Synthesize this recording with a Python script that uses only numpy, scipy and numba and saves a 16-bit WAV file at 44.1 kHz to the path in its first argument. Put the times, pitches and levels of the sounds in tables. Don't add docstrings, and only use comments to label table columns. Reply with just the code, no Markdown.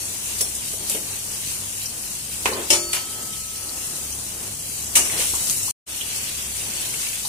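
import sys
import numpy as np
from scipy import signal
from scipy.fft import rfft, irfft, next_fast_len
from scipy.io import wavfile
from scipy.ndimage import uniform_filter1d, minimum_filter1d
from numba import njit

SR = 44100
rng = np.random.default_rng(int(sys.argv[2]) if len(sys.argv) > 2 else 0)


def dump_mix(stems):
    frames = np.atleast_2d(stems).T
    limited = np.clip(frames, -1, 1)
    pcm = np.round(limited * 32767).astype(np.int16)
    wavfile.write(sys.argv[1], SR, pcm)


def voltage_ratio(level):
    return 10 ** (np.asarray(level, float) / 20)


N = 321048
TIME, SIZE = np.arange(N) / SR, next_fast_len(N)
HZ = np.maximum(np.arange(SIZE // 2 + 1) * SR / SIZE, 1)
SECOND_SHOT_S = 5.8


def unit(x):
    return x / np.sqrt(np.mean(x ** 2))


def response(points):
    hz, db = np.transpose(points)
    return voltage_ratio(np.interp(np.log(HZ), np.log(hz), db))


def colour(x, points):
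    return unit(irfft(rfft(x, SIZE) * response(points), SIZE)[:, :N])


def band(x, hz, width_hz):
    return signal.lfilter(*signal.iirpeak(hz, hz / width_hz, SR), x)


def walk(rate):
    k = int(SR / rate)
    held = np.repeat(rng.standard_normal(N // k + 1), k)
    return 1.53 * uniform_filter1d(uniform_filter1d(held, k), k)[:N]


def by_shot(first, second):
    return np.where(TIME < SECOND_SHOT_S, first, second)


def curve(shots):
    return by_shot(*(np.interp(TIME, *np.transpose(shot)) for shot in shots))


def bursts(rows, rise_s):
    out, t = np.zeros((2, N + SR)), TIME[:SR // 4]
    for s, db, hz, width_hz, t60 in rows:
        i = int(s * SR)
        noise = rng.standard_normal((2, len(t)))
        shake = unit(band(band(noise, hz, 1.41 * width_hz), hz, 1.41 * width_hz))
        decay = voltage_ratio(db - 5.5 - 60 * t / t60)
        out[:, i:i + len(t)] += decay * np.minimum(t / rise_s, 1) * shake
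    return out[:, :N]


# hz, width_hz, level_db
ROOM_MODES = [(40, 5, -14.5), (68.1, 4.7, -3.5), (99.3, 6.1, -4.5), (138.6, 5.9, -9.5), (204, 5.1, -11),
              (90, 120, -10)]
# time_s, level_db
FLAME = [
    [(0, -47.5), (2.5, -47.5), (3.1, -50), (4.2, -48), (4.6, -46.5), (5.6, -45)],
    [(5.9, -53), (6.3, -47.5), (7.28, -48)],
]


def flame():
    roar = rng.standard_normal((2, N))
    rumble = unit(sum(voltage_ratio(db) / np.sqrt(width) * band(roar, hz, width) for hz, width, db in ROOM_MODES))
    low_cut = signal.butter(N=4, Wn=35, btype="high", fs=SR, output="sos")
    return signal.sosfilt(low_cut, rumble) * voltage_ratio(curve(FLAME) + 3.5)


def kitchen(x):
    t60_s, echo_db = 0.35, -7.5
    t = TIME[:SR // 2]
    echo = rng.standard_normal((2, len(t))) * voltage_ratio(-60 * t / t60_s) * (t > .004)
    echo /= np.sqrt(np.sum(echo ** 2, axis=1, keepdims=True))
    return x + voltage_ratio(echo_db) * signal.fftconvolve(x, echo, axes=1)[:, :N]


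# start_s, peak_db, centre_hz
THUDS = [(.406, -28, 460), (.73, -31, 484), (.804, -32, 277), (.899, -31.5, 466), (.945, -23.5, 320),
         (2.456, -15, 1790), (2.458, -23, 330), (2.705, -24.5, 600), (2.707, -24.5, 285), (2.721, -31, 100),
         (2.735, -22, 899), (2.933, -25, 1190), (2.96, -31, 921), (4.958, -18, 1100), (4.96, -27, 300),
         (4.99, -24, 500), (5.05, -30.5, 484), (5.151, -38, 339), (5.21, -28, 900), (5.33, -32.5, 256)]
# start_s, peak_db, centre_hz
SLAPS = [
    (2.456, -1.5, 863),
    (5.497, -23, 1500),
]
# start_s, peak_db
ROCKS = [(2.488, -23), (2.515, -22), (2.543, -25), (2.571, -21), (2.586, -23)]
# start_s, peak_db, centre_hz
CATCHES = [(5.095, -23, 2190), (5.135, -27, 2010), (5.19, -23.5, 476), (5.2, -21, 2260), (5.335, -25, 1010),
           (5.678, -25.5, 1034), (7.248, -26.5, 910)]


def knocks():
    rows = [(s, db, hz, 0.85 * hz, 0.21) for s, db, hz in THUDS]
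    rows += [(s, db, hz, 0.85 * hz, 0.035) for s, db, hz in SLAPS]
    rows += [(s, db, 388, 160, 0.16) for s, db in ROCKS]
    rows += [(s, db, hz, 0.2 * hz, 0.092) for s, db, hz in CATCHES]
    return bursts(rows, 0.0035)


# start_s, blade_db, blade_hz, wall_db, t60_s
CLINKS = [(.385, -22, 8000, -41, 0.25), (.408, -9, 8750, -25, 0.12), (0.897, -10, 8900, -27, 0.049),
          (.915, -15.5, 10500, -27.5, 0.272), (.947, -19, 9000, -23.5, 0.12),
          (2.455, -14, 6600, -16, 0.066), (2.703, -4.5, 7500, -13, 0.12), (2.729, -6, 6500, -15.5, 0.19),
          (2.931, -14, 8700, -15.5, 0.094), (2.948, -16.5, 8500, -21, 0.17), (2.965, -22, 8000, -20, 0.17),
          (4.953, -9, 8630, -14.5, 0.18), (4.955, -3.5, 8500, -19, 0.2), (4.969, -7.5, 7560, -24, 0.29),
          (5.051, -15, 8450, -25.5, 0.23), (5.497, -9, 7100, -13.5, 0.014), (5.507, -12, 9000, -31, 0.14),
          (5.527, -16, 8500, -33, 0.22)]


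def clinks():
    blade = [(s, db, hz, 4500, t60) for s, db, hz, _, t60 in CLINKS]
    wall = [(s, db, 2800, 2000, t60) for s, _, _, db, t60 in CLINKS]
    return bursts(blade + wall, 0.00099)


# start_s, peak_db, pitch_hz, t60_s
TINKS = [(.408, -20, 5470, .17), (.41, -14, 9860, 0.16), (.898, -17, 7470, 0.073), (.899, -20, 11300, .15),
         (.918, -23, 10570, .35), (.92, -25, 11750, .25), (0.944, -31, 2820, 0.12),
         (2.456, -9.5, 2560, 0.065), (2.52, -26, 1030, 0.26), (4.954, -20, 7120, .25),
         (4.954, -9.5, 8930, 0.23), (4.956, -19.5, 2300, .24), (4.956, -14.5, 2870, .21),
         (5.4975, -13, 6500, .018)]


def tinks():
    return bursts([(s, db, hz, 23 / t60, t60) for s, db, hz, t60 in TINKS], .002)


# start_s, peak_db,
# pitch_hz
TICKS = [(.409, -16, 8500), (.898, -14, 8500), (2.9318, -10, 8000), (2.934, -17, 2800), (2.9465, -16, 8300),
         (5.4978, -9, 6550), (5.5085, -11, 9000), (6.753, -16, 8500), (6.939, -17, 8000)]


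def ticks():
    t60_s = 0.011
    out, t = np.zeros((2, N)), TIME[:SR // 50]
    port_turn = np.array([[0], [.25]])
    for s, db, hz in TICKS:
        i = int(s * SR)
        out[:, i:i + len(t)] += voltage_ratio(db - 60 * t / t60_s) * np.sin(2 * np.pi * (hz * t + port_turn))
    return out


SPATULA_HZ = [345, 388, 568, 619, 894, 2256, 2750, 3058, 4151, 5098, 5582, 6282, 7795, 8975, 9561]
# level_db, t60_s
SPATULA = [(-33, 0.85), (-39.5, 0.85), (-29.5, 0.35), (-36.5, 0.81), (-31, 0.28), (-32, 0.33),
           (-18.5, 0.12), (-19, 0.13), (-29, 0.33), (-22, 0.22), (-24, 0.22), (-38, 0.22), (-29, .25),
           (-22, 0.17), (-20, 0.27)]
# start_s, level_db
RINGS = [
    (2.703, 4.5),
    (2.728, -8.5),
    (2.931, -19),
]
# start_s, pitch_hz, level_db, t60_s, stop_s
LONG_RING = [
    (2.705, 1298, -39.5, 6.5, 4.15),
    (2.703, 4485, -31.5, 30, 3.07),
    (2.703, 7104, -20, .8, 2.96),
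    (2.92, 3155, -37, 2.2, 3.4),
]


def spatula():
    out, t = np.zeros((2, N)), TIME[:SR]
    hz, (mode_db, t60) = np.array(SPATULA_HZ)[:, None], np.transpose(SPATULA)[:, :, None]
    for s, db in RINGS:
        i, turn = int(s * SR), rng.random((2, len(SPATULA), 1))
        modes = voltage_ratio(db + mode_db - 60 * t / t60) * np.sin(2 * np.pi * (hz * t + turn))
        out[:, i:i + SR] += modes.sum(axis=1)
    for s, tone_hz, db, tone_t60, stop in LONG_RING:
        held = np.clip((TIME - s) / .008, 0, 1) * np.clip((stop - TIME) / .06, 0, 1)
        phase = 2 * np.pi * tone_hz * TIME
        out += held * voltage_ratio(db - 60 * (TIME - s) / tone_t60) * np.array([np.sin(phase), np.cos(phase) / 2])
    return out


# start_s, peak_db, centre_hz
SPITS = [(1.817, -21, 4350), (1.8567, -16, 5600), (2.532, -13.5, 4470), (2.684, -30, 2750),
         (3.009, -22, 4400), (3.3324, -22, 3260), (3.4794, -29.5, 6230), (3.689, -20, 4420),
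         (4.122, -18.5, 6080), (4.8644, -17.5, 7000), (6.0096, -15.5, 3280), (6.7344, -22, 7000),
         (6.9386, -20, 2650), (7.0666, -21.5, 2540), (7.1292, -21.5, 2630), (7.2494, -15, 4200)]
# start_s, peak_db
FLARES = [(0.05, -17), (.329, -19), (0.548, -14), (.729, -20), (1.309, -25), (1.399, -23), (1.509, -22),
          (2.049, -23), (3.221, -19), (3.848, -28), (4.299, -25), (4.593, -21), (5.119, -20), (5.349, -11),
          (5.579, -17), (5.629, -15), (5.959, -20), (6.159, -15), (6.229, -19), (6.419, -22), (6.753, -20),
          (6.849, -17.5), (6.938, -17), (6.999, -22), (7.249, -16)]


def spits():
    pops = [(s, db, hz, 900, .06) for s, db, hz in SPITS]
    flares = [(s, db, 8500, 4000, .1) for s, db in FLARES]
    return bursts(pops, 0.0022) + voltage_ratio(-0.5) * bursts(flares, .004)


# peak_s, length_s, bubbling_db, murmur_db
JOSTLES = [
    (2.592, 0.14, 6, 9.5),
    (5.174, .14, 6, 8.5),
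    (6.11, .15, 0.5, 1),
    (6.97, 0.26, 1.5, -0.5),
]


def jostle():
    swell = 0
    for s, length, *db in JOSTLES:
        swell = swell + np.outer(db, np.clip(1 - np.abs(TIME - s) / length, 0, 1))
    return swell


# hz, level_db
MURMUR = [(30, -53.5), (100, -5), (200, -2), (350, -1.5), (600, -4), (900, -4), (1300, -6.5), (2000, -7.5),
          (4000, -24)]


def murmur(swell_db):
    noise = colour(rng.standard_normal((2, N)), MURMUR)
    return noise * voltage_ratio(by_shot(-47, -47.5) + swell_db + 2.0 + 2.0 * walk(12))


@njit
def add_grains(out, start, hz, turns, size, glide):
    for k in range(len(start)):
        z, p = size[k] + 0j, np.exp(2 * np.pi * hz[k] / SR * (1j - 1 / turns))
        bend = np.exp(1j * glide * (2 * np.pi * hz[k] / SR) ** 2)
        for i in range(start[k], min(len(out), start[k] + int(turns * SR / hz[k]))):
            z *= p
            p *= bend
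            out[i] += z.imag


def bubbles(count, lo_hz, hi_hz, turns, scatter_db):
    out = np.zeros((2, N))
    for row in out:
        when, pitch, big = rng.random((count, 3)).T
        hz = lo_hz + (hi_hz - lo_hz) * pitch
        size = voltage_ratio(-scatter_db * np.log(1 - big)) * np.sqrt(hz)
        add_grains(row, (when * N).astype(np.int64), hz, turns, size, 0.0035)
    return out


# hz, level_db
COARSE = [(700, -28), (1500, -13), (2000, -8.5), (2700, -2), (3300, -1.5), (3800, -3.5), (4500, -3),
          (6000, -10), (9000, -35)]


def bubbling(boil_db, swell_db, seethe):
    since_s = TIME - by_shot(0, SECOND_SHOT_S)
    drying_db = by_shot(-.5, -1.5) * since_s
    level_db = boil_db + by_shot(-10, -6.5) + drying_db + swell_db
    coarse = colour(bubbles(count=30000, lo_hz=700, hi_hz=7000, turns=14., scatter_db=1.6), COARSE)
    return coarse * voltage_ratio(level_db + 5.5 + 1.1 * seethe + 0.43 * walk(40))


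# hz, level_db
FINE = [(2500, -29.5), (4000, -9.5), (5000, -8), (6000, -7), (7000, -3.5), (9000, -1.5), (10500, -4.5),
        (12000, -5.5), (13500, -11.5), (15000, -8.5), (16000, -32.5)]


def fizz(boil_db, seethe):
    fine = colour(bubbles(count=90000, lo_hz=2500, hi_hz=17000, turns=16., scatter_db=1.3), FINE)
    return fine * voltage_ratio(boil_db + 6.0 + .45 * seethe + .5 * walk(70))


# time_s, fizz_db
BOIL = [
    [(0.0, -30.5), (0.12, -32.5), (1.67, -33), (2.66, -34), (3.45, -34.5), (3.85, -33), (4.37, -34),
     (5.01, -34.5), (5.13, -28.5), (5.21, -26), (5.35, -27.5), (5.55, -28.5)],
    [(6.07, -32.5), (6.682, -32.5), (6.966, -31.5), (7.28, -32)],
]


def frying():
    boil_db = curve(BOIL)
    bubbling_swell_db, murmur_swell_db = jostle()
    seethe = walk(16)
    return fizz(boil_db, seethe) + bubbling(boil_db, bubbling_swell_db, seethe) + murmur(murmur_swell_db)


def scene():
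    contacts = knocks() + clinks() + tinks() + ticks()
    return flame() + kitchen(contacts + spits()) + spatula() + frying()


# hz, share (of the level of the lines around)
STARVED = [(1200, 0.05), (2200, .6), (3000, .85), (3500, 1.25), (5200, 1.2), (5900, .9), (10000, .95),
           (12500, 1.25), (15000, 1.1)]


def phone_thinning(x, size=2048):
    hz, _, z = signal.stft(x, SR, "cosine", size)
    power = np.abs(z) ** 2
    local = 4 / np.pi * uniform_filter1d(np.abs(z), size=64, axis=1) ** 2
    mood = uniform_filter1d(rng.standard_normal((len(hz) // 8 + 1, z.shape[2])), size=4)
    mood_db = 5.5 * mood.repeat(8, axis=0)[:len(hz)]
    at, share = np.transpose(STARVED)
    weak = power < local * (np.interp(hz, at, share)[:, None] * voltage_ratio(mood_db)) ** 2
    energy = np.pad((x ** 2).sum(axis=0), (0, size)) + 1e-12
    around = uniform_filter1d(energy, size=size, origin=size // 2 - 1)
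    jump = uniform_filter1d(energy, size=128) / around
    calm = minimum_filter1d(-jump, size=size)[::size // 2][:z.shape[2]] > -4.0
    kept = z * ~(weak & calm) * (hz < 15650)[:, None]
    return signal.istft(kept, SR, "cosine", size)[1][:, :N]


def band_limit(x):
    return signal.sosfilt(signal.butter(12, 16530, fs=SR, output="sos"), x)


# hz, level_db
LEFT_EXTRA = [(60, 1), (900, 1.5), (2600, -2.5), (4500, 0.9), (6000, 8.5), (7200, 1), (10300, 4.5),
              (12000, -1), (13500, 6.5), (14800, 0.5)]
# time_s, level_db
SCENE_CHANGE = [(5.7115, 0), (5.7125, -26), (5.722, -36), (5.729, -70), (5.858, -70), (5.866, -21),
                (5.878, -7), (5.9, -3), (5.96, 0)]


def record(dry):
    port_null_hz = 1287
    alike = .96 * np.sinc(HZ / port_null_hz)
    mid, side = rfft(dry, SIZE) * np.sqrt([(1 + alike) / 2, (1 - alike) / 2])
    lean = np.sqrt(response(LEFT_EXTRA))
    ports = irfft([(mid + side) * lean, (mid - side) / lean], SIZE)[:, :N]
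    s, db = np.transpose(SCENE_CHANGE)
    gate_db = np.interp(TIME, s, db)
    gate = voltage_ratio(gate_db) * (gate_db > min(db))
    mix = phone_thinning(np.tanh(ports)) * gate
    return band_limit(mix)


dry = scene()
out = record(dry)
dump_mix(out)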